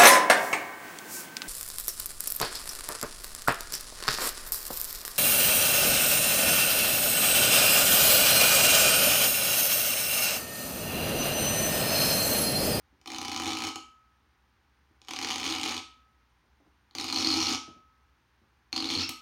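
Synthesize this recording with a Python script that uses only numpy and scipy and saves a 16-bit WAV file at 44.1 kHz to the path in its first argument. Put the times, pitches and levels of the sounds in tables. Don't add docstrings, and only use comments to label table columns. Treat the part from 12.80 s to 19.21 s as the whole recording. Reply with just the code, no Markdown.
import sys
import numpy as np
from scipy import signal
from scipy.fft import rfft, irfft
from scipy.io import wavfile
from scipy.ndimage import uniform_filter1d

SR = 44100
rng = np.random.default_rng(int(sys.argv[2]) if len(sys.argv) > 2 else 0)


def int16_out(signal):
    q = np.round(np.clip(np.atleast_2d(signal).T, -1, 1) * 32767)
    wavfile.write(sys.argv[1], SR, q.astype(np.int16))


N = 282681
TIME = np.arange(N) / SR


def from_db(db):
    return 10 ** (np.asarray(db) / 20)


def unit_rms(x):
    return x / np.sqrt(np.mean(x ** 2) + 1e-20)


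def level_at(spectrum, hz):
    f, db = np.transpose(spectrum)
    return np.interp(np.log(np.maximum(hz, 1)), np.log(f), db)


def add(track, s, sound):
    i = int(round(s * SR))
    track[i:i + len(sound)] += sound[:N - i]


def convolve(x, response):
    return signal.fftconvolve(x, response)[:N]


def coloured(x, spectrum, size=8192):
    gain = from_db(level_at(spectrum, np.fft.rfftfreq(size, 1 / SR)))
    cepstrum = irfft(np.log(gain))
    cepstrum[1:size // 2] *= 2
    cepstrum[size // 2 + 1:] = 0
    return convolve(x, irfft(np.exp(rfft(cepstrum))))


def resonate(force, modes):
    out = np.zeros(N)
    for k, (hz, width, db) in enumerate(modes):
        r = np.exp(-np.pi * width / SR)
        poles = [1, -2 * r * np.cos(2 * np.pi * hz / SR), r * r]
        gain = (-1) ** k * from_db(db) * (1 - r * r) / 2
        out += gain * signal.lfilter([1, 0, -1], poles, force + 1e-18)
    return out


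def burst(t60):
    t = np.arange(int(t60 * SR) + 2) / SR
    noise = rng.standard_normal(len(t)) * from_db(-60 * t / t60)
    return noise / np.linalg.norm(noise)


# f/Hz, level/dB
AIR_SPECTRUM = [(15, -65), (25, -38.5), (41, -15), (64, 2.5), (120, -17.5), (236, -14), (270, -17),
                (317, -17), (659, -26), (796, -17), (1560, -18), (2690, -25), (6210, -33.5), (8140, -47),
                (16000, -41.5)]
# f/Hz, rms level/dB
HUM_TONES = [(59.5, -78), (68.2, -80), (120, -81.5)]

def background(air_db=-68, whine_db=-95):
    air = unit_rms(coloured(rng.standard_normal(N), AIR_SPECTRUM))
    hum = sum(np.sqrt(2) * from_db(db) * np.sin(2 * np.pi * (hz * TIME + rng.random()))
              for hz, db in HUM_TONES)
    whine = unit_rms(resonate(rng.standard_normal(N), [(8800, 55, 0.0028), (8860, 37, 0.0033)]))
    return from_db(air_db) * air + hum + from_db(whine_db) * whine


# t/s, relative level/dB
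HAND_BUMPS = [(0.124, -44), (2.107, -48), (3.636, -48), (3.801, -42.5), (3.859, -42.5), (4.878, -29),
              (4.961, -38.5), (5.616, -44.5)]
# f/Hz, level/dB
BUMP_SPECTRUM = [(40, -31), (90, 10.5), (170, 1.5), (280, 10.5), (500, -3), (900, -7), (4000, -50.5),
                 (16000, -57)]

def hand(bump_db=20):
    force = np.zeros(N)
    for s, db in HAND_BUMPS:
        add(force, s, from_db(db + bump_db) * burst(t60=0.16))
    return coloured(force, BUMP_SPECTRUM)


# start t/s, fastest t/s, end t/s, slip rate/(1/s) and slip level/dB at full speed,
# creep level/dB at half speed (levels relative)
TWIST_STROKES = [(0.249, 0.66, 0.89, 79.2, -29, -41), (2.27, 2.661, 2.99, 92, -28, -33.5),
                 (4.15, 4.459, 4.755, 105, -24.5, -22.5), (5.918, 6.178, 6.225, 96, -30, -26)]

def twisting(start_speed=.25, end_speed=.7, stop_s=0.013):
    start, _, end = np.transpose(TWIST_STROKES)[:3]
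    twist = np.searchsorted((end[:-1] + start[1:]) / 2, TIME)
    speed = sum(np.interp(TIME, [begin, peak, stop, stop + stop_s], [start_speed, 1, end_speed, 0], left=0)
                for begin, peak, stop, *_ in TWIST_STROKES)
    progress = np.clip((TIME - start[twist]) / (end - start)[twist], 0, 1)
    return speed, progress, twist


# t/s, relative level/dB
CORK_JERKS = [(0.2138, -49.5), (0.259, -33.5), (0.2743, -28), (0.3025, -28), (0.3182, -27), (0.334, -27.5),
              (0.3462, -27), (0.3604, -29.5), (0.384, -22), (0.4146, -23), (0.4285, -27.5), (0.4487, -24),
              (0.4818, -22), (0.4953, -28), (0.5165, -23), (0.5302, -27.5), (0.5622, -21), (0.5992, -20.5),
              (0.6348, -24), (0.8208, -21), (0.9579, -23), (2.2166, -44.5), (2.2482, -47), (2.2844, -27.5),
              (2.3083, -24.5), (2.335, -23.5), (2.3625, -24.5), (2.3886, -20.5), (2.4143, -22),
              (2.4264, -21.5), (2.4467, -18.5), (2.5037, -19.5), (2.5583, -19), (2.6142, -23.5),
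              (2.7838, -22.5), (2.8321, -19), (2.9428, -24.5), (4.1101, -47.5), (4.151, -20.5),
              (4.1841, -19.5), (4.1981, -21), (4.2113, -19), (4.2426, -17.5), (4.3258, -16), (4.36, -17.5),
              (4.373, -19), (4.4464, -16.5), (4.4716, -15.5), (4.487, -20.5), (4.5387, -19), (4.7473, -20),
              (5.9281, -18), (5.9622, -18), (5.9778, -19), (6.0031, -20), (6.0245, -20.5), (6.0433, -20),
              (6.0549, -23.5), (6.1022, -19.5)]
STICK_S = .009

def slips(speed, jerk_db=-5.0, count=70, gap_jitter=.33, db_per_speed=5, spread_db=2,
          afterslip_s=.0045, afterslip_db=-2.5, afterslip_chance=.5):
    jerk_s, jerk_level_db = np.transpose(CORK_JERKS)
    rows = [np.c_[jerk_s, from_db(jerk_level_db + jerk_db)]]
    for start, _, end, per_s, db, _ in TWIST_STROKES:
        i = np.arange(int(start * SR), int(end * SR))
        travel = np.cumsum(per_s * speed[i]) / SR
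        gap, size = rng.uniform(-1, 1, (2, count))
        due = np.cumsum(1 + gap_jitter * gap)
        s = np.interp(due, travel, i / SR)
        pace = speed[(s * SR).astype(int)]
        nearest_jerk_s = np.abs(s[:, None] - jerk_s).min(axis=1)
        free = (due < travel[-1]) & (nearest_jerk_s * pace > STICK_S)
        rows.append(np.c_[s, free * from_db(db + db_per_speed * (pace - 1) + spread_db * size)])
    s, strength = np.vstack(rows).T
    luck, delay = rng.random((len(s), 2)).T
    again = luck < afterslip_chance * speed[(s * SR).astype(int)]
    afterslips = np.c_[s + afterslip_s * (delay + .5), strength * again * from_db(afterslip_db)]
    return np.r_[np.c_[s, strength], afterslips]


def release(length_s, crumble_db, crumble_t60):
    crumble = from_db(crumble_db) * burst(crumble_t60)
    window = np.sin(np.pi * np.minimum(np.arange(len(crumble)) / (length_s * SR), 1))
    pulse = rng.standard_normal(len(crumble)) * window
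    return crumble + pulse / np.linalg.norm(pulse)


def chirp(hz, t60=0.0067, rise_s=0.00043, bend=0.21, bend_s=0.00051):
    t = np.arange(SR // 40) / SR
    phase = 2 * np.pi * np.cumsum(hz * (1 + bend * np.exp(-t / bend_s))) / SR
    return np.sin(phase) * (1 - np.exp(-t / rise_s)) * from_db(-60 * t / t60)


# f/Hz, level/dB
CRACK_SPECTRUM = [(50, -33), (150, -18.5), (430, 0.5), (660, -17.5), (850, -1), (1250, -3), (1800, -10.5),
                  (2200, -0.5), (3800, 0.5), (6700, -3.5), (7500, -13.5), (10700, -16), (13000, -22),
                  (16000, -24)]

def crack(force, treble_db, shelf_hz=8000):
    bright = coloured(force, CRACK_SPECTRUM)
    dull = signal.sosfilt(signal.butter(1, shelf_hz, fs=SR, output="sos"), bright)
    return dull + (bright - dull) * from_db(treble_db)


# f/Hz, bandwidth/Hz, level/dB
STEEL_MODES = [(1231, 3.4, 6), (1283, 2.4, 17.5), (2992, 6.5, 9.5), (4341, 8, 6)]

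def steel_ring(jolts):
    out = np.zeros(N)
    for hz, width, db in STEEL_MODES:
        retained = np.exp(-2 * np.pi * width / SR)
        energy = signal.lfilter([1], [1, -retained], jolts ** 2 + 1e-18)
        amplitude = from_db(db) * (1 - retained) * np.sqrt(energy)
        out += amplitude * np.sin(2 * np.pi * (hz * TIME + rng.random()))
    return out


# relative level/dB of thump,
# glass, steel, crack, treble and skid; first and last skid f/Hz; first and last scatter/(1.5 octaves)
CORK_CONTACT = [(0, 1.5, 4, -.5, -2, -7, 2160, 2400, 0.16, 0.423),
                (-4, -1, -1, -.5, -5, 2, 3800, 2530, 0.51, 0.33),
                (-3.5, -6, -1, -4, -4, 7, 4350, 4780, .17, .19),
                (-2.5, -6.5, -6, -5, -6, 9.5, 4340, 3500, 0.036, 0.27)]
# f/Hz, bandwidth/Hz, level/dB
ROCKING_MODES = [(90.5, 9.5, 8.5), (190, 83, -3.5), (246.4, 11, 15), (270.8, 11, 16.5), (322.9, 11, 16.5),
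                 (358, 33, -2), (420, 16, -8), (495.4, 21, -1.5)]
# f/Hz, bandwidth/Hz, level/dB
GLASS_MODES = [(763.3, 24, 7.5), (826, 31, 5.5), (876, 50, 0), (1002, 38, 7), (1011, 17, -3),
               (1172.5, 23, 1.5), (2295, 40, 0), (2417, 12, -0.5), (2537, 10, -1), (3030, 12, 6.5),
               (4300, 22, -1), (6676, 97, -9.5), (8190, 62, -9.5), (8700, 150, -16.5)]
# f/Hz, bandwidth/Hz, level/dB
NECK_MODES = [(4270, 150, 0), (2664, 16, 6), (4267, 20, 2), (4664, 20, 4), (4341, 24, 4), (5228, 16, 8),
              (4420, 16, 9)]

def cork(force_db=23.0, body_db=3.77, chirp_db=3.0, thump_db_per_speed=5, skid_db_per_speed=10.5,
         grip_db=7.5):
    speed, progress, twist = twisting()
    contact = np.array(CORK_CONTACT)[twist].T
    thump_db, glass_db, steel_db, crack_db, treble_db, skid_db = contact[:6]
    first_hz, last_hz, first_scatter, last_scatter = contact[6:]
    thump_db = thump_db + thump_db_per_speed * (speed - 1)
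    skid_db = skid_db + skid_db_per_speed * (speed - 1)
    steel_db = steel_db - grip_db * (1 - progress)
    skid_hz = first_hz + (last_hz - first_hz) * progress
    scatter = first_scatter + (last_scatter - first_scatter) * progress
    jolts, grit, chirps = np.zeros((3, N))
    for s, strength in slips(speed):
        i = int(s * SR)
        hz = skid_hz[i] * 2 ** (scatter[i] * rng.uniform(-1.5, 1.5))
        let_go = release(length_s=.0017, crumble_db=-2.5, crumble_t60=.02)
        add(jolts, s, strength * from_db([force_db + body_db]))
        add(grit, s, strength * from_db(force_db) * let_go)
        add(chirps, s, strength * from_db(chirp_db) * chirp(hz))
    microslips = creep(speed, twist)
    jolts += microslips
    chirps *= from_db(skid_db)
    cracks = crack((grit + microslips) * from_db(crack_db), treble_db)
    squeaks = chirps + resonate(chirps, NECK_MODES)
    thumps = resonate(jolts * from_db(thump_db), ROCKING_MODES)
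    glass = resonate(jolts * from_db(glass_db), GLASS_MODES)
    return cracks + squeaks + thumps + glass, steel_ring(jolts * from_db(steel_db))


# t/s, relative level/dB
CREEP_RUSHES = [(0.836, -19.5), (2.66, -23), (2.85, -15), (4.679, -17.5), (6.11, -16), (6.21, -26)]

def creep(speed, twist, per_s=340, gain_db=6.5, spread_db=5.0, db_per_speed=17.5, stuck_db=-6,
          rise_s=0.014, fall_s=.05):
    twist_db = np.array(TWIST_STROKES)[twist, -1]
    steady = (speed > 0) * from_db(twist_db + db_per_speed * (speed - 0.5))
    surges = sum(from_db(db) * np.exp(-((TIME - s) / np.where(TIME < s, rise_s, fall_s)) ** 2)
                 for s, db in CREEP_RUSHES)
    jerk_s = np.append(np.array(CORK_JERKS)[:, 0], np.inf)
    stuck = jerk_s[np.searchsorted(jerk_s, TIME)] - TIME < STICK_S
    impulses = rng.random(N) < per_s / SR
    size_db = gain_db + spread_db * rng.uniform(-0.42, 1.09, N)
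    return impulses * (steady + surges) * from_db(size_db + stuck_db * stuck)


# t/s, level/dB
RECOIL_KICKS = [(6.165, 8.5), (6.185, 7), (6.292, -3.5)]

def recoil():
    jolts = np.zeros(N)
    for s, db in RECOIL_KICKS:
        add(jolts, s, from_db([db]))
    return resonate(jolts, ROCKING_MODES)


# t/s, f/Hz, relative level/dB, roughness (0-1)
SQUEAL_PATH = [(6.188, 1900, -60, .8), (6.197, 1700, -33, .8), (6.206, 1340, -34, .6),
               (6.215, 1330, -31, .6), (6.226, 1400, -35, .6), (6.234, 2660, -28, .3),
               (6.244, 2690, -31, .2), (6.256, 2720, -41, .25), (6.278, 2710, -44, .25),
               (6.29, 2700, -70, .3)]
# f/Hz, level/dB
SQUEAL_SPECTRUM = [(1300, -10.5), (1900, -13), (2700, -6), (4000, -3), (5400, -2.5), (6700, -14),
                   (8000, -51), (16000, -34.5)]

def squeal(jitter=.12, flutter_db=4, harmonics=7):
    s, *columns = np.transpose(SQUEAL_PATH)
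    hz, db, rough = [np.interp(TIME, s, column) for column in columns]
    wobble, flutter = [unit_rms(uniform_filter1d(w, size=60)) for w in rng.standard_normal((2, N))]
    phase = 2 * np.pi * np.cumsum(hz * (1 + jitter * rough * wobble)) / SR
    tone = sum(from_db(level_at(SQUEAL_SPECTRUM, k * hz)) * np.sin(k * phase)
               for k in range(1, harmonics + 1))
    sliding = (TIME > s[0]) & (TIME < s[-1])
    return tone * from_db(db + flutter_db * rough * flutter) * sliding


# t/s, relative level/dB
PRONG_SNAPS = [(6.292, -3), (6.295, -13), (6.2955, -12)]
# f/Hz, level/dB
SNAP_SPECTRUM = [(100, 4), (700, -1.5), (2000, -3), (3900, 3), (5000, 3.5), (8300, -4), (12000, -4),
                 (16000, -9)]

def prongs(snap_db=-5, ring_db=6.5):
    force, flick = np.zeros((2, N))
    for s, db in PRONG_SNAPS:
        let_go = release(length_s=0.00146, crumble_db=-3, crumble_t60=0.009)
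        add(force, s, from_db(db + snap_db) * let_go)
    add(flick, PRONG_SNAPS[0][0], from_db([ring_db]))
    return coloured(force, SNAP_SPECTRUM) + steel_ring(flick) + resonate(force, GLASS_MODES)


# f/Hz, T60/s
REVERB_TIMES = [(100, 0.78), (300, 0.3), (800, 0.31), (2500, 0.42), (5000, 0.35), (8000, 0.34),
                (16000, 0.16)]

def room(x, table_s=.0017, table_db=-11, wet_db=-4, build_s=0.005, low_cut_hz=420):
    t = np.arange(SR * 3 // 4) / SR
    freqs = np.fft.rfftfreq(len(t), 1 / SR)
    white = rfft(rng.standard_normal(len(t)))
    centres, t60s = np.transpose(REVERB_TIMES)
    tail = np.zeros(len(t))
    for share, t60 in zip(np.eye(len(centres)), t60s):
        band = np.interp(freqs, centres, share)
        tail += irfft(white * band, len(t)) * from_db(-60 * t / t60)
    tail *= 1 - np.exp(-t / build_s)
    echoes = from_db(wet_db) * tail / np.linalg.norm(tail)
    echoes[int(table_s * SR)] += from_db(table_db)
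    low_cut = signal.butter(2, low_cut_hz, "high", fs=SR, output="sos")
    return x + convolve(x, signal.sosfilt(low_cut, echoes))


def scene():
    creak, ring = cork()
    sources = creak + squeal() + prongs() + recoil() + hand()
    return (room(sources) + ring + background())[None]


def record(dry, cutoff_hz=16100):
    return signal.sosfilt(signal.ellip(10, .2, 70, cutoff_hz, fs=SR, output="sos"), dry)


dry = scene()
out = record(dry)
int16_out(out)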